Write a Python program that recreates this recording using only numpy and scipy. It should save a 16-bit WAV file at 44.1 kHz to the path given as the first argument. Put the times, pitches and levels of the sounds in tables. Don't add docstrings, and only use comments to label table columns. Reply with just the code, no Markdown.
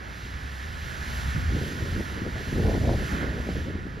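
import sys
import numpy as np
from scipy import signal
from scipy.fft import rfft, irfft, next_fast_len
from scipy.io import wavfile
from scipy.ndimage import uniform_filter1d, map_coordinates

SR = 44100
rng = np.random.default_rng(int(sys.argv[2]) if len(sys.argv) > 2 else 0)


def int16_out(signal):
    q = np.round(np.clip(np.atleast_2d(signal).T, -1, 1) * 32767)
    wavfile.write(sys.argv[1], SR, q.astype(np.int16))


def to_linear_factor(level_db):
    exponent = np.asarray(level_db, float) / 20
    return 10 ** exponent


N = 176400
T = np.arange(N) / SR
OPPOSED = np.array([[1], [-1]])

# t/s, low rumble level/dB, buffeting level/dB
WIND = [(0.0, -37.5, -43.5), (0.21, -41, -42), (0.32, -34, -44.5), (0.88, -32.5, -44.5), (1.07, -31, -46.5),
        (1.47, -21.5, -40), (1.54, -22.5, -31.5), (1.67, -38, -32), (1.92, -27.5, -37), (2.0, -25, -29),
        (2.05, -34.5, -37.5), (2.21, -35, -32.5), (2.45, -34, -38), (2.57, -25.5, -23.5), (2.88, -22, -25),
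        (3.11, -33, -34.5), (3.12, -32, -33.5), (4.0, -33.5, -38)]
# t/s, firing rate f/Hz, level/dB
FIRING = [(0.0, 66.8, -40), (0.22, 59.33, -40), (0.54, 71.9, -35), (1.02, 72.2, -38.5), (1.09, 64, -31),
          (1.28, 64.3, -32), (1.38, 79.7, -32.5), (1.84, 70.4, -38), (1.9, 79.9, -32), (2.14, 65.85, -40),
          (2.55, 87.26, -37), (2.8, 74.6, -31.5), (3.48, 62.9, -39), (3.74, 86.35, -39), (3.85, 73, -40),
          (4.0, 83.7, -42.5)]


def unit(x):
    return x / np.sqrt(np.mean(x ** 2) + 1e-20)


def along(points, hz):
    f, v = np.transpose(points)
    return np.interp(np.log(hz + 1), np.log(f + 1), v)


def colour(points):
    def gain(hz):
        above_floor = hz >= points[0][0] / 2
        return to_linear_factor(along(points, hz)) * above_floor / (1 + (hz / points[-1][0]) ** 10)
    return gain


def curves(rows):
    s, *cols = np.transpose(rows)
    return [np.interp(T, s, c) for c in cols]


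def wobble(rate):
    return map_coordinates(rng.standard_normal(1000), [T * rate])


def filtered(x, response):
    m = next_fast_len(N + 8192)
    return irfft(rfft(x, m) * response(np.fft.rfftfreq(m, 1 / SR)), m)[..., :N]


def mean_power(x, hold_s):
    width = int(hold_s * SR)
    return np.abs(uniform_filter1d(uniform_filter1d((x ** 2).mean(axis=0), width), width))


def rush(alike, patchy_db):
    z = signal.stft(rng.standard_normal((2, N + 512)), nperseg=512)[2]
    field = uniform_filter1d(rng.standard_normal(z.shape[1:]), size=6, axis=0)
    field = uniform_filter1d(field, size=12, axis=1)
    pair = signal.istft(z * to_linear_factor(patchy_db * unit(field)), nperseg=512)[1][:, :N]

    def shares(hz):
        turn = np.arccos(np.clip(along(alike, hz), -1, 1)) / 2
        return np.array([np.cos(turn), np.sin(turn)])

    mid, side = filtered(pair, shares)
    return np.array([mid + side, mid - side])


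def gusting(spectrum, even, hold_s):
    # f/Hz, coherence [0-1]
    wind_alike = [(50, 1), (150, 0.92), (400, 0.93), (900, 0.66)]
    # f/Hz, left over right level/dB
    wind_left = [(200, -0.5), (450, 1.5), (800, 4.5)]

    def lean(hz):
        return colour(spectrum)(hz) * to_linear_factor(along(wind_left, hz) * OPPOSED / 2)

    x = unit(filtered(rush(wind_alike, patchy_db=1.1), lean))
    return unit(x / (mean_power(x, hold_s) + 0.056) ** (even / 2))


def wind():
    # centre t/s, level/dB, brightness level/dB, width t/s
    puff_events = [(1.514, -43, -18, 0.023), (1.568, -32, -11, 0.02), (1.626, -31.5, -14, 0.021),
                   (1.683, -34, -14, 0.05), (1.825, -33, -13, 0.024), (1.883, -35.5, -28, 0.054),
                   (1.966, -42.5, -10, 0.025), (2.008, -33.5, -11.5, 0.016), (2.18, -41, -15, 0.064),
                   (2.263, -29.5, -10.5, 0.016), (2.365, -36.5, -3, 0.015), (2.412, -39, -5, 0.018),
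                   (2.484, -32, -14, 0.0093), (2.535, -31.5, -7, 0.015), (2.585, -30, -7.5, 0.019),
                   (2.691, -26.5, -2.5, 0.05), (2.755, -27, -0.5, 0.024), (2.831, -38.5, 2, .021),
                   (2.896, -27.5, -2, 0.054), (3.007, -35, -2.5, 0.031), (3.14, -35.5, -17, 0.03),
                   (3.245, -33.5, -9, 0.11), (3.301, -36.5, -6.5, 0.022), (3.4, -40, -3.5, 0.04),
                   (3.492, -32, -9, 0.032), (3.57, -35.5, -11, 0.039), (3.682, -32.5, -16, 0.027),
                   (3.76, -36.5, -15, 0.03), (3.869, -44, -8, 0.01), (3.98, -41, -9, .03)]
    # f/Hz, level/dB
    buffet = [(40, -23), (90, -0.5), (140, 3), (250, -5.5), (400, -10.5), (550, -19.5), (800, -59)]
    puff_body = [(60, -4), (150, -4), (300, -6), (450, -12), (600, -19), (850, -54)]
    puff_edge = [(250, -44), (450, -1.5), (650, -2), (850, -9), (1050, -16), (1400, -46)]
    thump = [(12, -6), (30, 0), (100, -9), (200, -1), (350, -25)]

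    low_db, buffet_db = curves(WIND)
    s, peak_db, bright_db, width = np.transpose(puff_events)[:, :, None]
    shape = np.exp(-np.log(16) * ((T[::32] - s) / (1.37 * width)) ** 2)

    def envelope(db):
        power = (to_linear_factor(2 * db) * shape).sum(axis=0)
        return np.repeat(np.sqrt(power), 32)[:N]

    body = envelope(peak_db - 0.5)
    edge = envelope(peak_db + bright_db - 4)

    slow, fast = wobble(21.49), wobble(95)
    steady = to_linear_factor(buffet_db - 4.0 + 0.83 * slow + 1.7 * fast) * gusting(buffet, 0.6, 0.018)
    puffs = body * to_linear_factor(1.7 * fast) * gusting(puff_body, 0.99, 0.0093)
    puffs = puffs + edge * to_linear_factor(3.5 * fast) * gusting(puff_edge, 0.32, 0.015)

    pressure = filtered(rng.standard_normal(N), colour(thump))
    thumps = unit(to_linear_factor(5.0 * wobble(30.13)) * pressure)
    thump_gain = to_linear_factor(0.86 * low_db + 0.078 * buffet_db - 21)
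    return steady + puffs + thump_gain * thumps * OPPOSED


def slaps():
    # centre t/s, peak level/dB, pitch f/Hz
    eddies = [(1.289, -33, 209), (1.378, -29, 202.7), (1.524, -19.5, 230.0), (1.537, -23, 208),
              (1.551, -17.5, 209), (1.569, -18, 255), (1.615, -20, 250.6), (1.636, -23, 322),
              (1.685, -26, 267.7), (1.719, -39, 249), (1.824, -26, 300.0), (1.965, -22, 272),
              (1.981, -26, 238.2), (2.008, -20.5, 330.0), (2.165, -26, 297.5), (2.22, -18, 230.0),
              (2.265, -21.5, 340.0), (2.283, -34, 241), (2.408, -26, 236), (2.481, -25, 262.6),
              (2.529, -17, 230.0), (2.583, -18, 240.0), (2.658, -24, 300.0), (2.697, -11, 393),
              (2.719, -19, 351), (2.752, -26, 426), (2.781, -15, 260.0), (2.853, -24, 230.0),
              (2.875, -17, 276.5), (2.894, -10, 470.0), (2.916, -15, 310.0), (3.007, -28, 280.0),
              (3.072, -25, 260.0), (3.13, -33, 222.5), (3.146, -22, 219.7), (3.173, -25, 269),
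              (3.244, -15.5, 281.6), (3.269, -23, 301.4), (3.318, -31, 238.5), (3.403, -24, 310.0),
              (3.49, -17.5, 392), (3.57, -18, 250.0), (3.685, -20.5, 297), (3.756, -23, 310.0),
              (3.79, -23, 217.7), (3.855, -24, 208), (3.868, -24.5, 230.0), (3.978, -27, 274)]
    cycles, gain_db, side = 0.4, -1, 0.2

    out = np.zeros((2, N + SR))
    t = np.arange(-800, 800) / SR
    chances = rng.uniform(-0.92, 1, (len(eddies), 2))
    for (s, peak_db, pitch_hz), (turn, lean) in zip(eddies, chances):
        bell = np.exp(-(t * pitch_hz / cycles) ** 2)
        wave = bell * np.cos(2 * np.pi * pitch_hz * t + np.pi * turn)
        start = round(s * SR + t[0] * SR)
        out[:, start:start + len(t)] += to_linear_factor(peak_db + gain_db) * wave * (1 + side * lean * OPPOSED)
    return out[:, :N]


def surges():
    # centre t/s, boost level/dB
    surge_events = [(0.102, 3), (0.248, 7), (0.35, 7), (0.45, 5), (0.647, 2.5), (0.698, 4), (0.754, 1.5),
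                    (0.837, 4.5), (1.01, 4.5), (1.176, 4), (1.277, 7.5), (1.371, 6.5), (1.487, 6.5),
                    (1.545, 5.5), (1.628, 8.5), (1.827, 10.5), (1.93, 5), (2.12, 8), (2.195, 6.5),
                    (2.354, 11), (2.561, 6), (2.642, 3), (2.68, 9.5), (2.823, 8), (2.886, 3.5), (2.966, 7),
                    (3.006, 6), (3.134, 9.5), (3.294, 10.5), (3.366, 3.5), (3.411, 10), (3.536, 5.5),
                    (3.574, 9.0), (3.635, 8.0), (3.75, 8.5), (3.829, 5)]
    length_s, between_db = 0.021, -4

    s, boost_db = np.transpose(surge_events)[:, :, None]
    bells = np.exp(-((T - s) / length_s) ** 2)
    return to_linear_factor(between_db) * (1 + ((to_linear_factor(boost_db) - 1) * bells).sum(axis=0))


def firing():
    orders_db = [2.5, -17, -18]

    rate_hz = curves(FIRING)[0] * (1 + 0.045 * wobble(12))
    phase = 2 * np.pi * np.cumsum(rate_hz) / SR
    return sum(to_linear_factor(db + 1.2 * wobble(25)) * np.sin(k * phase) for k, db in enumerate(orders_db, 1))


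def low_bed():
    # f/Hz, level/dB
    rumble_colour = [(12, -31), (30, -9.5), (50, 1.5), (72, 3), (100, -3), (150, -13.5), (250, -21.5),
                     (400, -45)]
    steadiness = 0.95

    rumble = to_linear_factor(curves(WIND)[0] - 3)
    hum = to_linear_factor(curves(FIRING)[1] + 2.1)
    x = rumble * gusting(rumble_colour, 0.87, 0.02) + hum * firing()
    excess = mean_power(x, hold_s=0.032) / (rumble ** 2 + hum ** 2 / 2)
    return surges() * x / (excess + 0.059) ** (steadiness / 2)


def strain():
    t = T - 1.1
    length_s, start_hz, rise_hz_per_s = 0.1, 230, 199.6
    pitch = (start_hz + rise_hz_per_s * t) * (1 + 0.027 * wobble(30.2))
    return to_linear_factor(-43.5) * np.exp(-(t / length_s) ** 2) * np.sin(2 * np.pi * np.cumsum(pitch) / SR)


def roar():
    # t/s, loudness level/dB, brightness level/dB
    course = [(0.0, -54, 8.5), (0.15, -50.5, 4), (0.3, -51, 4.5), (0.85, -48.5, 3.5), (1.2, -44, 3),
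              (1.48, -48, 5.5), (1.68, -44.5, -0.5), (1.74, -47, 2.5), (2.08, -47.5, 4.5),
              (2.26, -50.5, 7.5), (2.54, -46, 2), (2.94, -47, 1), (3.1, -45, 4), (3.22, -48, 11),
              (3.34, -51, 7.5), (3.55, -48, 2), (3.74, -55, 8.5), (4.0, -57.5, 8)]
    # f/Hz, level/dB
    roar_colour = [(80, 3), (250, 1), (600, -0.5), (1400, 0.5), (3000, -2.5), (6000, -11), (12500, -21.5),
                   (15600, -22.5)]
    # f/Hz, coherence [0-1]
    roar_alike = [(100, 1), (350, 0.28), (600, 0.08), (1000, 0.4), (1500, 0.87), (2400, 1), (4500, 0.95),
                  (7000, 0.78)]
    # f/Hz, level/dB
    right_gain = [(450, 2), (900, 2.5), (1200, 5), (1450, 11.5), (1800, 11.5), (2000, 7.5), (2400, 0.5),
                  (3500, 0.5)]
    # f/Hz, phase/rad
    right_turn = [(500, 7), (780, 3.5), (1610, 3.5), (1660, 1.12), (2100, 0.23), (3100, 0.8), (3700, 0)]
    high_turn = [(5150, 0), (7000, 1.5), (8400, 3.1), (10000, 4.7), (11300, 6.3), (13200, 6.6),
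                 (14100, 7.8), (14800, 9.4)]

    def ports(hz):
        turn = along(right_turn, hz) + along(high_turn, hz)
        right = to_linear_factor(along(right_gain, hz)) * np.exp(1j * turn)
        return colour(roar_colour)(hz) * np.array([np.ones_like(hz), right])

    x = filtered(rush(roar_alike, patchy_db=-0.58), ports)
    dull = filtered(x, lambda hz: 1 / (1 + (hz / 2300) ** 4))
    top = filtered(x, lambda hz: 1 - 1 / (1 + (hz / 6500) ** 4))
    middle = x - dull - top

    level_db, bright_db = curves(course)
    swing_db = level_db - level_db.mean()
    body_db = swing_db + bright_db - bright_db.mean()
    mix = dull * to_linear_factor(body_db + 0.4 * wobble(9.14))
    mix = mix + middle * to_linear_factor(swing_db + 0.42 * wobble(12))
    mix = mix + top * to_linear_factor(1.48 * swing_db + 0.45 * wobble(10))
    return to_linear_factor(level_db.mean() + 10) / x.std() * mix


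def scene():
    return wind() + slaps() + low_bed() + strain() + roar()


def kept(x, gaps):
    hz, t, z = signal.stft(x, SR, nperseg=1024)
    for a, b, *wander in gaps:
        drift = uniform_filter1d(rng.standard_normal((2, len(t))), size=5, axis=1)
        low, high = np.round(1.6 * drift) * np.c_[wander]
        z = z * ((hz[:, None] < a + low) | (hz[:, None] > b + high))
    return signal.istft(z, SR, nperseg=1024)[1][:N]


def band_limit(x):
    return signal.sosfilt(signal.butter(12, 15760, fs=SR, output="sos"), x)


def record(dry):
    # lower edge f/Hz, upper edge f/Hz, wander of each edge f/Hz
    sum_gaps = [(7900, 9000, 200, 130), (14350, 17000, 200, 0)]
    difference_gaps = [(2400, 2400, 300, 300), (3250, 5280, 450, 130), (10900, 13150, 250, 330),
                       (14200, 14200, 300, 300)]

    ceiling = 0.26
    left, right = dry / (1 + np.abs(dry / ceiling) ** 4) ** (1 / 4)
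    mid = kept((left + right) / 2, sum_gaps)
    side = kept((left - right) / 2, difference_gaps)
    return band_limit(np.array([mid + side, mid - side]))


dry = scene()
out = record(dry)
int16_out(out)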